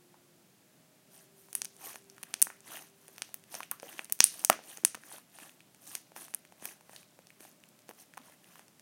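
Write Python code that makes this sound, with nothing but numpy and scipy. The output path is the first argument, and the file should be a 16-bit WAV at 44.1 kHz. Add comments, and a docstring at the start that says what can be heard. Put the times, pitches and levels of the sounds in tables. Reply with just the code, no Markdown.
"""A quiet room, a small microphone close to two hands kneading a lump of fluffy slime.
Each squeeze bursts a random cloud of tiny ringing air cells: a low squelch and a high wet fizz.
Larger bubbles pop sharply, as a film snap plus a cavity ring; some open pockets ring on with filtered noise.
A near surface doubles every pop, the room adds wall reflections and a short tail to pops and kneading,
and sticky ticks, steady air noise and faint wavering hum tones lie beneath."""
import sys
import numpy as np
from scipy import signal
from scipy.fft import rfft, irfft, next_fast_len
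from scipy.io import wavfile

SR = 44100
rng = np.random.default_rng(int(sys.argv[2]) if len(sys.argv) > 2 else 0)


def store_pcm(level_fs):
    """Save levels as 16-bit WAV."""
    pcm = np.round(np.clip(level_fs, -1, 1) * 32767).astype(np.int16)
    wavfile.write(sys.argv[1], SR, np.atleast_2d(pcm).T)


N = 388521
KNEAD_S = 1.4  # small bubbles and sticky ticks start here, s


def amp(db):
    """Decibels to an amplitude factor."""
    return 10 ** (np.asarray(db) / 20)


def unit(x):
    """Scales x to an RMS of one."""
    return x / np.sqrt(np.mean(x ** 2) + 1e-20)


def read(points, hz):
    """Reads a table of (Hz, value) joined by lines on a log-frequency axis."""
    f, value = np.transpose(points)
    return np.interp(np.log(hz + 1), np.log(f + 1), value)


def coloured(x, spectrum):
    """Filters x by the gains of a (Hz, dB) table."""
    size = next_fast_len(len(x))
    gain = amp(read(spectrum, np.fft.rfftfreq(size, 1 / SR)))
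    return irfft(rfft(x, size) * gain, size)[:len(x)]


def causal(gain):
    """The minimum-phase response with this gain: sudden start, dying end."""
    both_sides = np.r_[gain, gain[-2:0:-1]]
    log_gain = np.log(np.maximum(both_sides, gain.max() * 1e-4))
    return np.exp(np.conj(signal.hilbert(log_gain)))[:len(gain)]


def add(mix, s, sound):
    """Lays a sound into the mix at s seconds, cut at the end of the mix."""
    part = mix[max(round(s * SR), 0):][:len(sound)]
    part += sound[:len(part)]


def pops(snap_low_hz=700, snap_top_hz=9000, bounce=0.54, bounce_s=.00116, bounce_hz=1500,
         wander=0.092, tear_s=0.00014, size=2048):
    """The film snaps, the opened cavity rings for a few cycles, and a near surface returns both."""
    # large bubbles: t/s, ring level/dB before colouring, cavity f/Hz, cavity Q,
    # snap level/dB before colouring, f/Hz above which slime muffles it, level/dB thrown into the room
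    large_bubbles = [(0.142, -39, 950, 4, -60, 4000, 16.5), (1.5297, -19, 8100, 1.1, -26, 14300, 5),
                     (1.5521, 1, 11300, 5, -14, 10100, 6), (1.6184, -5.5, 5860, 1.6, -15.5, 10600, -0.5),
                     (1.6474, -14.5, 9350, 1.8, -24, 14500, -2), (1.6541, -13.5, 5520, 1.6, -42, 9200, 1),
                     (1.9577, -25, 960, 1.1, -20.5, 11100, 3.5), (2.0994, -26, 5400, 3.7, -53, 13800, 2),
                     (2.2301, -18, 10970, 5.5, -24, 20000, -1), (2.2344, -26, 2940, 6, -17, 10900, -2),
                     (2.3404, -4, 4610, .9, -12, 10600, -1.5), (2.4183, 5, 11230, 1.1, -19.5, 20000, 3),
                     (2.425, 8, 8950, 3.6, -8.5, 13100, -3), (2.4701, -16, 1260, 1.1, -46, 2220, 0),
                     (2.502, -20, 1480, 1, -45, 2500, 10), (3.0812, -31, 9300, 6, -30.5, 20000, -5),
                     (3.1817, -13, 13300, 1.3, -19.5, 5900, 3), (3.2204, -8, 4130, 1.2, -12, 10000, 2),
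                     (3.343, -13.5, 11780, 2, -20, 20000, 1), (3.5424, -24, 684, 5.4, -17.5, 14500, 11),
                     (3.5513, -14, 5670, 3.9, -43, 13200, 6), (3.605, -14.5, 1080, 4.4, -23.5, 14000, -3),
                     (3.6315, -18, 2580, 1.8, -46, 14300, 5), (3.7133, -2.5, 13340, 4.7, -18.5, 12200, 1.5),
                     (3.7172, -17, 1180, 4.5, -23, 20000, 8), (3.7991, -25.5, 5190, 6, -25, 9100, 2.5),
                     (3.8304, -18.5, 543, 3.7, -32.5, 20000, 0),
                     (3.993, -13.5, 2380, 3.5, -7.5, 3700, -1.5),
                     (4.0454, -20.5, 8330, 1.7, -47, 12580, 2.5), (4.098, -35, 680, 7.6, -22.5, 13700, 7.5),
                     (4.1239, 1, 11890, .93, -29.5, 20000, -1.5),
                     (4.1908, -23.5, 11290, .7, -32, 12590, 0.5), (4.2045, 20, 6538, 1.3, 2.5, 6500, -1),
                     (4.2411, 12, 9500, 3.3, -5, 13000, 2.5), (4.3937, -22, 9700, 2.5, -27, 19840, 13),
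                     (4.4485, 3.5, 7230, 2.3, -16.5, 20000, -1), (4.499, 5.5, 669, 2.8, 7, 16060, 0),
                     (4.5287, -21.5, 1590, 1.6, -10.5, 7900, 3.5), (4.5908, -25, 580, 1, -53.5, 2010, 12),
                     (4.773, -20.5, 6920, 6, -22.5, 12600, 6), (4.836, -25, 339, 3.6, -44, 13000, -2),
                     (4.8497, 14.5, 10480, 3.9, -1.5, 8280, 0.5),
                     (4.9466, -18.5, 1210, 3.1, -21, 20000, 3.5), (4.9505, -27, 383, .8, -15, 9500, -1),
                     (5.3869, -27, 1060, 1.4, -30, 17000, 9), (5.9523, -7, 6270, .76, -34, 12300, 2.5),
                     (6.1632, -23, 870, 2, -24, 16000, 10), (6.339, -39, 370, 2, -19, 9900, 5),
                     (6.3472, -5.5, 10800, 5.5, -22, 12450, -7.5), (6.6249, -26.5, 377, .8, -39, 13700, -5),
                     (6.6553, -12.5, 12800, 6, -14, 15000, 4), (6.895, -29, 614, 1.2, -42, 20000, 4),
                     (6.9628, -20, 4020, 4.6, -38, 14800, 9), (7.3042, -31, 2190, 5, -42, 20000, 5),
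                     (7.406, -30.5, 356, 4.2, -29, 20000, 3), (7.8916, -23.5, 430, 1.5, -24.5, 20000, 1.5),
                     (7.911, -26.5, 740, 1.5, -38, 20000, .5), (8.1729, -25.5, 850, 4, -27.5, 20000, 4),
                     (8.1769, -19.5, 1060, 3.7, -29, 20000, 3), (8.5939, -30.5, 927, 1.2, -32.5, 13220, 7)]
    # colour of the pops at the microphone: f/Hz, level/dB
    pop_colour = [(40, -27), (110, -8.5), (200, 8), (430, 0.5), (850, 0), (1400, 1.5), (2600, 0.5),
                  (3900, -6.5), (5300, -5), (6200, 0.5), (7400, -6.5), (9300, 5), (10600, -1), (15500, 0.5)]
    direct, thrown = np.zeros(N), np.zeros(N)
    f = np.fft.rfftfreq(size, 1 / SR)
    snap = unit(f / np.hypot(f, snap_low_hz) / np.hypot(1, f / snap_top_hz))
    colour = amp(read(pop_colour, f))
    bubbles = large_bubbles + small_bubbles()
    places = rng.uniform(-1, 1, size)
    for place, (s, ring_db, hz, q, snap_db, muffle_hz, room_db) in zip(places, bubbles):
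        ring = unit(f / np.hypot(f, q * (hz - f * f / hz)))
        muffle = np.sqrt(1 / (1 + (f / muffle_hz) ** 10) + 0.03)
        burst = causal(colour * muffle * np.hypot(amp(ring_db) * ring, amp(snap_db) * snap))
        # a larger, lower bubble takes longer to tear open, which spreads its treble in time
        lag = tear_s * (snap_top_hz / hz) ** .6 * f / snap_top_hz
        burst = burst * np.exp(-1j * np.pi * f * lag)
        # the small surface returns mostly treble, over a path that differs as the hands move
        delay = bounce_s * (1 + wander * place)
        echo = bounce * f / (f + bounce_hz) * np.exp(-2j * np.pi * f * delay)
        add(direct, s, irfft(burst * (1 + echo))[:size // 2])
        # how much reaches the walls depends on which way the bubble opens
        add(thrown, s, amp(room_db) * irfft(burst)[:size // 2])
    return direct + room(thrown)


def small_bubbles(per_s=8, crowding=.4, light_touch=.15, firm_db=-54, growth=.25,
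                  ring_db=-30.5, snap_db=-33, spread_db=4, low_hz=400, high_hz=10000,
                  q=3, muffle_hz=12000, room_db=1, count=512):
    """Faint pops, as rows like those of the large bubbles; firm pressure bursts more, and louder."""
    when, size, ring, snap = rng.random((count, 4)).T
    # force as a share of a firm squeeze, never below a light touch
    force = np.maximum(pressure(column=1) / amp(firm_db), light_touch)
    chance = force ** crowding * (np.arange(N) > KNEAD_S * SR)
    # running count of bubbles, averaging per_s over the kneading
    expected = np.cumsum(chance) / chance.sum() * per_s * (N / SR - KNEAD_S)
    starts = np.searchsorted(expected, np.arange(count) + when)
    push_db = growth * 20 * np.log10(force)
    rows = []
    for at, ring_draw, pitch_draw, snap_draw in zip(starts, 2 * ring - 1, size, 2 * snap - 1):
        if at < N:
            ring_level = ring_db + push_db[at] + spread_db * ring_draw
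            snap_level = snap_db + push_db[at] + spread_db * snap_draw
            hz = low_hz * (high_hz / low_hz) ** pitch_draw
            rows.append((at / SR, ring_level, hz, q, snap_level, muffle_hz, room_db))
    return rows


def pockets():
    """Escaping air keeps a soft-walled pocket ringing unevenly for a moment."""
    # air pockets ringing on after a burst: t/s, f/Hz, level/dB before onset and decay, t60/s, Q
    open_pockets = [(3.718, 1140, -53.5, 0.16, 6.8), (3.831, 510, -49.5, 0.16, 3.2),
                    (4.499, 653, -13.5, 0.025, 5.9), (4.499, 1270, -10.5, 0.015, 6),
                    (4.503, 320, -35, 0.082, 2), (4.515, 1354, -37, .15, 1.5),
                    (7.893, 450, -55.5, 0.11, 1.7), (8.195, 300, -52.5, 0.092, 2)]
    out, t = np.zeros(N), np.arange(SR // 4) / SR
    noises = rng.standard_normal((len(open_pockets), SR))
    for (s, hz, db, t60, q), air in zip(open_pockets, noises):
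        cavity = signal.iirpeak(hz, q, fs=SR)
        resonant_air = signal.lfilter(*cavity, signal.lfilter(*cavity, air))
        ring = unit(resonant_air)[-len(t):]
        decay = np.exp(-np.log(1000) * t / t60)
        onset = 1 - np.exp(-hz * t)
        add(out, s, amp(db) * ring * decay * onset)
    return out


def kneading(squelch_db=0.5, fizz_db=0.0, room_db=2):
    """Each squeeze drives the squelch and the fizz; a broad crackle sounds in both."""
    # squelch of the larger air cells: f/Hz, filter level/dB
    squelch_colour = [(60, -32.5), (170, -5.5), (330, 0.5), (450, -10), (750, 0), (1350, -5), (1750, -3),
                      (2250, -6), (2800, -5), (3800, -11.5), (7000, -27)]
    # fizz of the smallest air cells: f/Hz, filter level/dB
    fizz_colour = [(600, -33.5), (2700, -8.5), (4000, -7.5), (5000, -6.5), (6200, -1), (7600, -7),
                   (9500, 2.5), (11200, -4), (14200, -1), (16000, -10)]
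    crackle = amp(-10) * cells(per_s=2500, spread_db=3.5)
    large = ringing_cells(low_hz=300, high_hz=3600, q=6, per_s=140, spread_db=3.5, clump_db=9)
    small = ringing_cells(low_hz=3500, high_hz=15000, q=9, per_s=330, spread_db=3.8, clump_db=8)
    squelch = amp(squelch_db) * unit(coloured(large + 2 * crackle, squelch_colour))
    fizz = amp(fizz_db) * unit(coloured(small + crackle, fizz_colour))
    lurch = stick_slip(depth_db=3.5, per_s=65)
    wet = lurch * (squelch * pressure(column=0) + fizz * pressure(column=1))
    return wet + amp(room_db) * room(wet)


def pressure(column):
    """Level of one layer, squelch (0) or fizz (1), as the fingers press in and let go."""
    # squeezes and pulls: peak t/s, rise t/s and fall t/s (to 1/e of the peak amplitude),
    # squelch level/dB and fizz level/dB, both before layer trims and lurches
    squeezes = [(1.16, .057, .088, -69.5, -62), (1.46, .12, .34, -86, -65.5), (1.852, .046, .09, -52, -47),
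                (2.381, .26, .15, -67, -65.5), (2.742, .068, .089, -52.5, -49.5),
                (3.17, .18, .16, -69.5, -64.5), (3.553, .046, .073, -54, -50.5),
                (3.925, .085, 0.11, -57.5, -54), (4.381, .08, .11, -59.5, -52),
                (4.684, .046, .1, -58, -53.5), (5.135, .09, .058, -58, -52.5),
                (5.397, .055, .11, -60, -55.5), (5.93, .09, .058, -59.5, -50),
                (6.171, .014, .11, -57.5, -51.5), (6.672, .06, .06, -57, -52.5),
                (6.97, .092, .05, -65, -60), (7.415, .018, .083, -64, -58), (7.899, .012, .016, -63, -62),
                (8.022, .054, .022, -67, -59), (8.32, .12, .03, -65, -64.5), (8.551, .11, .087, -65, -64.5)]
    t, power = np.arange(0, N, 64) / SR, 0
    for s, rise, fall, *levels_db in squeezes:
        away = abs(t - s) / np.where(t < s, rise, fall)
        power = power + amp(levels_db[column]) ** 2 * np.exp(-2 * away ** 2)
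    return np.interp(np.arange(N) / SR, t, np.sqrt(power))


def ringing_cells(low_hz, high_hz, q, per_s, spread_db, clump_db, count=14):
    """Cells of many sizes ring briefly, each size at its own pitch, rate per_s and clumps."""
    out = np.zeros(N)
    for hz in np.geomspace(low_hz, high_hz, count):
        clump = stick_slip(depth_db=clump_db, per_s=55)
        bursts = clump * cells(per_s, spread_db)
        out += signal.lfilter(*signal.iirpeak(hz, q, fs=SR), bursts)
    return unit(out)


def cells(per_s, spread_db):
    """Air cells burst at random as clicks of either sign: mostly tiny, a few large."""
    size_db = spread_db * np.minimum(rng.exponential(1, N), 3.8)
    sizes = amp(size_db) * rng.choice([-1, 1], N)
    return unit(sizes * (rng.random(N) < per_s / SR))


def stick_slip(depth_db, per_s):
    """The slime gives way in small uneven lurches: a gain gliding between random levels."""
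    knots = np.arange(0, N + SR, SR / per_s)
    levels = rng.uniform(-0.73, 1, len(knots))
    return amp(depth_db * np.interp(np.arange(N), knots, levels))


def sticky_ticks(level_db=-76):
    """Fingers peel off the tacky surface with faint soft ticks from KNEAD_S on."""
    ticks = ringing_cells(low_hz=500, high_hz=11000, q=3, per_s=4, spread_db=2, clump_db=2)
    return amp(level_db) * ticks * (np.arange(N) > KNEAD_S * SR)


def room(x, tail_db=-18, build_s=0.008, near_db=-17, near_s=0.0031):
    """Scatter off hands and body, a few wall reflections, then a short diffuse tail."""
    # room decay: f/Hz, t60/s
    room_t60 = [(200, .33), (1000, 0.17), (4000, 0.44), (9000, 0.22), (16000, 0.18)]
    # first wall reflections: delay t/s, level/dB
    walls = [(.0093, -24.5), (0.0208, -32.5), (0.0279, -30)]
    t = np.arange(SR // 2) / SR
    # noise whose bands each die away at their own rate
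    hz, when, z = signal.stft(rng.standard_normal(len(t)), SR, nperseg=256)
    decay = np.exp(-np.log(1000) * when / read(room_t60, hz)[:, None])
    tail = signal.istft(z * decay, SR, nperseg=256)[1][:len(t)]
    tail = tail * (1 - np.exp(-(t / build_s) ** 2))
    near = rng.standard_normal(len(t)) * t * np.exp(-t / near_s * 2)
    response = amp(tail_db) * tail / np.linalg.norm(tail)
    response += amp(near_db) * near / np.linalg.norm(near)
    for delay, db in walls:
        response[round(delay * SR)] += amp(db)
    return signal.oaconvolve(x, response)[:N]


def background(air_db=-64.5, hum_db=-1, waver=.005, flutter_db=2.5):
    """Steady noise of room air and microphone hiss, with faint wavering hum tones."""
    # still room and microphone hiss: f/Hz, filter level/dB
    air_colour = [(25, -35), (70, -25.5), (110, -8), (170, -2), (300, -7), (450, -12.5), (620, -10.5),
                  (950, -17), (2300, -19), (4500, -21), (9500, -21), (16000, -24.5)]
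    # hum tones: centre f/Hz, RMS level/dB before hum_db and flutter, start t/s, end t/s
    hum_tones = [(352, -72, -.2, .6), (393, -71, .95, 3.3), (393, -76, 3.2, 4.5), (620, -77, .5, 1.5),
                 (600, -80, 5.8, 8.8)]
    t, knots = np.arange(N) / SR, np.arange(0, N / SR + 1, 1 / 10)
    out = amp(air_db) * unit(coloured(rng.standard_normal(N), air_colour))
    for hz, db, start, end in hum_tones:
        drift = np.interp(t, knots, rng.standard_normal(len(knots)))
        swell = np.interp(t, knots, rng.standard_normal(len(knots)))
        fade = np.clip(np.minimum(t - start, end - t) / .22, 0, 1)
        level = np.sqrt(2) * amp(db + hum_db + flutter_db * swell)
        phase = 2 * np.pi * np.cumsum(hz * (1 + waver * drift)) / SR
        out += level * fade * np.sin(phase)
    return out


def scene():
    """Everything that reaches the microphone, on one channel."""
    return (pops() + pockets() + kneading() + sticky_ticks() + background())[None]


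def record(dry, bend=0.014, edge_hz=16200):
    """The input bends slightly lopsidedly and clips beyond full scale; then the band limit."""
    clipped = np.clip(dry - bend * dry ** 2, -1, 1)
    low_pass = signal.firwin(255, edge_hz, window=("kaiser", 8), fs=SR)
    return signal.oaconvolve(clipped, low_pass[None], "same")


dry = scene()
out = record(dry)
store_pcm(out)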